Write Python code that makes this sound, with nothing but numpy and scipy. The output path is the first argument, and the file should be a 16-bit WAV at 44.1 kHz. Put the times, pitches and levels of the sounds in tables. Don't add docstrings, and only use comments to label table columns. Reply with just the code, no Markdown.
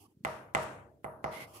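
import sys
import numpy as np
from scipy import signal
from scipy.fft import rfft, irfft
from scipy.io import wavfile
from scipy.ndimage import uniform_filter1d

SR = 44100
rng = np.random.default_rng(int(sys.argv[2]) if len(sys.argv) > 2 else 0)


def generate_wav(signal):
    frames = np.transpose(np.atleast_2d(signal))
    scaled = np.clip(frames, -1, 1) * 32767
    pcm = np.round(scaled).astype(np.int16)
    wavfile.write(sys.argv[1], SR, pcm)


N = 70560

# t/s, level/dB, contact corner/Hz (lower is softer), click/dB, tick/dB
BLOWS = [(.2496, -6.5, 4200, -6, 2), (.5496, -1.5, 8970, -36.5, -10), (1.0444, -10, 1019, -17.5, 0),
         (1.2424, -5.5, 1250, -5.5, -8)]
# f/Hz, width/Hz
CHATTER_BANDS = [(5300, 1780), (11400, 3230)]
# f/Hz, level/dB
CRACK_EQ_LEFT = [(30, -24), (200, 10), (600, 0.5), (1000, -4), (1900, 12.5), (3200, -6), (5000, -34),
                 (6800, -0.5), (10000, -12.5), (16000, -27.5)]
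CRACK_EQ_RIGHT = [(30, -2), (200, 10), (700, 12), (2000, 12), (3300, -3.5), (5000, -13), (8000, 0),
                  (10000, -11.5), (16000, -16)]
# f/Hz, level/dB, t60/s
CLACK_MODES = [(71.1, -40.5, 0.15), (142.8, -37, 0.24), (603, -31.5, 0.24), (2032, -23.5, .035),
               (2750, -33.5, 0.011)]
# f/Hz, level/dB
GRIT_EQ = [(100, -46), (1500, -22.5), (3000, -31.5), (5000, -28), (7500, -21), (11000, -27.5), (16000, -39)]
# left delay/s, right delay/s, left level/dB, right level/dB
NEAR_ECHOES = [(.0027, .0023, 1, -4.5), (.0038, .0038, -4, 6.5), (.0052, .0048, 1.5, 5),
               (.0067, 0.0073, 5, 2), (.0079, .0084, -12.5, 5), (.0112, 0.0098, -4, 2)]
# delay/s, level/dB
WALL_SLAPS = [(.0173, 0), (.0186, -4), (.0199, 0), (.0214, -5), (.0253, -6), (.0373, -3), (.0404, -7)]
# f/Hz, level/dB
ECHO_EQ = [(40, -31), (120, 6), (300, -16), (750, 6), (1300, -2.5), (2000, -9), (2800, -10.5), (5000, -26),
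           (9000, -25), (16000, -50)]
SLAP_EQ = [(40, -20), (130, 3.5), (280, -1), (480, 5), (700, 4.5), (1200, 9.5), (1600, -13.5),
           (2100, -11.5), (3000, -17), (5000, -29), (16000, -48)]
# f/Hz, level/dB, t60/s
ROOM_MODES = [(72.8, -55.5, 1.6), (99.2, -51.5, 1.2), (133.74, -47.5, 1), (339.8, -46.5, 0.66),
              (465.2, -48, 0.98), (587, -41, 0.76), (633, -30.5, 0.4), (744, -45.5, 0.13),
              (801, -39.5, 0.57), (912, -34, 0.24), (950, -39.5, 0.53), (1162.4, -48, 0.51),
              (1141, -47, 0.45), (2720, -59.5, 0.344)]
# f/Hz, level/dB
TAIL_EQ = [(25, -59.5), (65, -22), (140, -28), (260, -27), (450, -24), (650, -20.5), (1200, -22),
           (1650, -26.5), (2050, -29), (3000, -34.5), (5000, -43), (8500, -39.5), (12000, -49),
           (16000, -65)]
# f/Hz, t60/s
TAIL_DECAY = [(60, 1.22), (160, 1.19), (420, 0.8), (1100, 0.61), (2200, 0.64), (4000, 0.54), (7700, 0.57),
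              (14000, 0.8)]
# t/s, length/s, level/dB
SCRAPE_STROKES = [(1.308, 0.076, -.5), (1.389, 0.049, -0.5)]
# t/s, length/s, level/dB, treble tilt/(dB per octave), hollow f/Hz, its boost/dB, bass/dB
RUBS = [(-.01, 0.051, -9, 0, 810, 5.5, 9.5), (0.039, 0.027, -9.5, -2, 1090, 10, 3),
        (0.072, 0.053, -16.5, -1.5, 910, 8, 1), (0.614, 0.018, 1.5, 0.5, 7845, 5, -8),
        (1.463, 0.12, -6.5, -1, 623, 19, 0), (1.533, 0.042, -4.5, 1, 1150, 12.5, 1),
        (1.576, 0.057, -1, -2.5, 790, 7, -28)]
# f/Hz, level/dB
SCRAPE_EQ = [(40, -62), (130, -37.5), (300, -43), (650, -36.5), (1500, -43), (1850, -45), (2080, -26.5),
             (2350, -40.5), (3600, -46), (5500, -52), (7300, -55.5), (11000, -46.5), (14000, -54.5),
             (16000, -78)]
RUSTLE_EQ = [(40, -75), (100, -37.5), (170, -57), (340, -38.5), (520, -57), (800, -42), (1200, -44.5),
             (1550, -58), (2100, -50.5), (3100, -47.5), (3800, -60), (4600, -52), (7000, -55), (11000, -47),
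             (16000, -59)]
# t/s, level/dB, f/Hz, length/cycles
HANDLING_BUMPS = [(.078, -59, 197, 2.4), (.168, -50, 157, 1.54), (.203, -49.5, 171, 2.4),
                  (.232, -50, 220.3, 2.77), (.909, -55.5, 639, 10.7), (.982, -67, 336, 6)]
# f/Hz, level/dB
RUMBLE_EQ = [(20, -55), (70, -55), (150, -60), (330, -52), (550, -64.5), (1000, -67.5), (2500, -71.5),
             (16000, -75.5)]
# f/Hz, coherence (capped at 1)
COHERENCE = [(60, 4.9), (150, 0.54), (300, 0.99), (640, 0.38), (1400, 0), (16000, 0)]
# f/Hz, left minus right/dB
ROOM_BALANCE = [(60, 1), (300, -1), (1300, 5.5), (4500, -2.5), (7500, 1.5), (10500, -13), (16000, 5.5)]
FRICTION_BALANCE = [(60, 0), (700, 0), (1400, -2), (4500, -0.5), (7500, -2), (10500, -15.5), (16000, -13)]
# f/Hz, level/dB
SUPPRESS_THRESHOLD = [(60, -70), (170, -73), (400, -67), (1000, -54), (1500, -57), (2200, -59), (3200, -66),
                      (5000, -68), (16000, -73.5)]

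ROOM_DELAY_S, TAIL_RISE_S = 0.016, 0.015
TIME = np.arange(N) / SR


def knocks(tail, contact_slope=3.3):
    force, hz = np.zeros(N), bins()
    for s, db, corner_hz, *chatter_db in BLOWS:
        push = 1 / np.sqrt(1 + (hz / corner_hz) ** contact_slope)
        chatter = sum(amp(level) * np.exp(-2 * ((hz - centre) / width) ** 2)
                      for level, (centre, width) in zip(chatter_db, CHATTER_BANDS))
        add(force, s, amp(db) * pulse(push + chatter))
    return through(force, crack() + grit() + reflections() + room_bloom(tail))


def crack(left_lag_s=0.00036):
    out = np.zeros((2, N))
    clack = sum(amp(db - 60 * TIME / t60) * np.sin(2 * np.pi * hz * TIME) for hz, db, t60 in CLACK_MODES)
    for side, lag_s, eq in zip(out, (left_lag_s, 0), (CRACK_EQ_LEFT, CRACK_EQ_RIGHT)):
        add(side, lag_s, pulse(amp(curve(eq, bins()))))
        add(side, lag_s, clack)
    return out


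def grit(decay_s=0.0015):
    return diffuse(rng.standard_normal((2, N)), GRIT_EQ, ROOM_BALANCE) * np.exp(-TIME / decay_s)


def reflections():
    out = np.zeros((2, N))
    echo = pulse(amp(curve(ECHO_EQ, bins())))
    slap = pulse(amp(curve(SLAP_EQ, bins())))
    for left_s, right_s, left_db, right_db in NEAR_ECHOES:
        add(out[0], left_s, amp(left_db) * echo)
        add(out[1], right_s, amp(right_db) * echo)
    for s, db in WALL_SLAPS:
        for side in out:
            add(side, s, amp(db) * slap)
    return out


def room_bloom(tail, scatter_db=0.5):
    early = TIME < ROOM_DELAY_S + TAIL_RISE_S
    late = np.pad(room_ring() + tail, ((0, 0), (round(ROOM_DELAY_S * SR), 0)))[:, :N]
    return late + amp(scatter_db) * early * tail


def room_ring(rise_s=0.0056, left_db=-2.5):
    ring = sum(amp(db - 60 * TIME / t60) * np.sin(2 * np.pi * (hz * TIME + rng.random()))
               for hz, db, t60 in ROOM_MODES)
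    return amp([[left_db], [0]]) * ring * (1 - np.exp(-TIME / rise_s))


def room_tail():
    wash = diffuse(rng.standard_normal((2, N)), TAIL_EQ, ROOM_BALANCE)
    hz, t, bands = signal.stft(wash, SR, nperseg=512)
    decay = amp(-60 * t / curve(TAIL_DECAY, hz)[:, None])
    tail = signal.istft(bands * decay, SR)[1][:, :N]
    return tail * (1 - np.exp(-TIME / TAIL_RISE_S))


def scrapes():
    pressure = sum(amp(db) * stroke(s, length, attack_s=0.022, release_s=0.016)
                   for s, length, db in SCRAPE_STROKES)
    return pressure * diffuse(slips(), SCRAPE_EQ, FRICTION_BALANCE)


def rustles(bass_hz=417, hollow_octaves=0.13):
    out, hz = np.zeros((2, N)), bins(N) + 1
    friction = rfft(diffuse(slips(), RUSTLE_EQ, FRICTION_BALANCE))
    treble_octaves = np.maximum(np.log2(hz / 1000), 0)
    bass_shelf = 1 / (1 + (hz / bass_hz) ** 6)
    for s, length, db, tilt_db, hollow_hz, boost_db, bass_db in RUBS:
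        hollow = np.exp(-(np.log2(hz / hollow_hz) / hollow_octaves) ** 2)
        eq_db = tilt_db * treble_octaves + bass_db * bass_shelf + boost_db * hollow
        pressure = stroke(s, length, attack_s=0.017, release_s=0.0087)
        out += pressure * irfft(friction * amp(db + eq_db), N)
    return out


def slips(grains_per_s=5200, spread_db=-1.5, grain_share=0.44):
    grains = rng.standard_normal((2, N)) * amp(spread_db * rng.exponential(1, (2, N)))
    grains *= rng.random((2, N)) < grains_per_s / SR
    hiss = rng.standard_normal((2, N))
    return np.sqrt(grain_share) * grains / grains.std() + np.sqrt(1 - grain_share) * hiss


def stroke(s, length, attack_s, release_s):
    t = TIME - s
    return np.clip(t / attack_s, 0, 1) * np.exp(-np.maximum(t - length, 0) / release_s)


def bumps(tail, reverb_send_db=-17):
    force = np.zeros(N)
    for s, db, hz, cycles in HANDLING_BUMPS:
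        t = np.arange(0, cycles / hz, 1 / SR)
        add(force, s, amp(db) * np.hanning(len(t)) * np.sin(2 * np.pi * hz * t))
    return force + amp(reverb_send_db) * through(force, tail)


def rumble():
    return diffuse(rng.standard_normal((2, N)), RUMBLE_EQ, balance=[(60, 0.21), (16000, 0)])


def diffuse(noise, eq, balance):
    hz = bins(N)
    right, independent = rfft(noise)
    alike = np.clip(curve(COHERENCE, hz), -1, 1)
    left = (alike * right + np.sqrt(1 - alike ** 2) * independent) * amp(curve(balance, hz))
    return irfft(np.array([left, right]) * amp(curve(eq, hz)), N)


def pulse(gain):
    cepstrum = irfft(np.log(np.maximum(gain, 1e-5)))
    half = len(cepstrum) // 2
    cepstrum[1:half] *= 2
    cepstrum[half + 1:] = 0
    return irfft(np.exp(rfft(cepstrum)))[:half]


def through(x, response):
    return signal.fftconvolve(x[None], response, axes=1)[:, :N]


def add(mix, s, sound):
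    part = mix[max(round(s * SR), 0):][:len(sound)]
    part += sound[:len(part)]


def curve(points, hz):
    f, value = np.transpose(points)
    return np.interp(np.log(hz + 1), np.log(f + 1), value)


def bins(size=4096):
    return np.fft.rfftfreq(size, 1 / SR)


def amp(db):
    return 10 ** (np.asarray(db) / 20)


def suppress(x, depth_db=-14.5, knee=1.88, size=512):
    frames = dict(fs=SR, nperseg=size, noverlap=size * 3 // 4)
    hz, _, bands = signal.stft(x, **frames)
    power = (abs(bands) ** 2).mean(0) * size / 1.5
    power = uniform_filter1d(power, size=7, axis=1)
    power = abs(uniform_filter1d(power, size=3, axis=0))
    excess = (power / amp(curve(SUPPRESS_THRESHOLD, hz))[:, None] ** 2) ** knee
    return signal.istft(bands * amp(depth_db / (1 + excess)), **frames)[1][:, :N]


def scene():
    tail, bed = room_tail(), rumble()
    return knocks(tail) + scrapes() + rustles() + bumps(tail) + bed


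def record(dry, low_cut_hz=(75, 62), high_cut_hz=15800):
    thinned = np.array([signal.sosfilt(signal.butter(3, hz, "high", fs=SR, output="sos"), side)
                        for hz, side in zip(low_cut_hz, dry)])
    high_cut = signal.firwin(255, high_cut_hz, window=("kaiser", 9), fs=SR)
    return signal.oaconvolve(suppress(thinned), high_cut[None], "same")


dry = scene()
out = record(dry)
generate_wav(out)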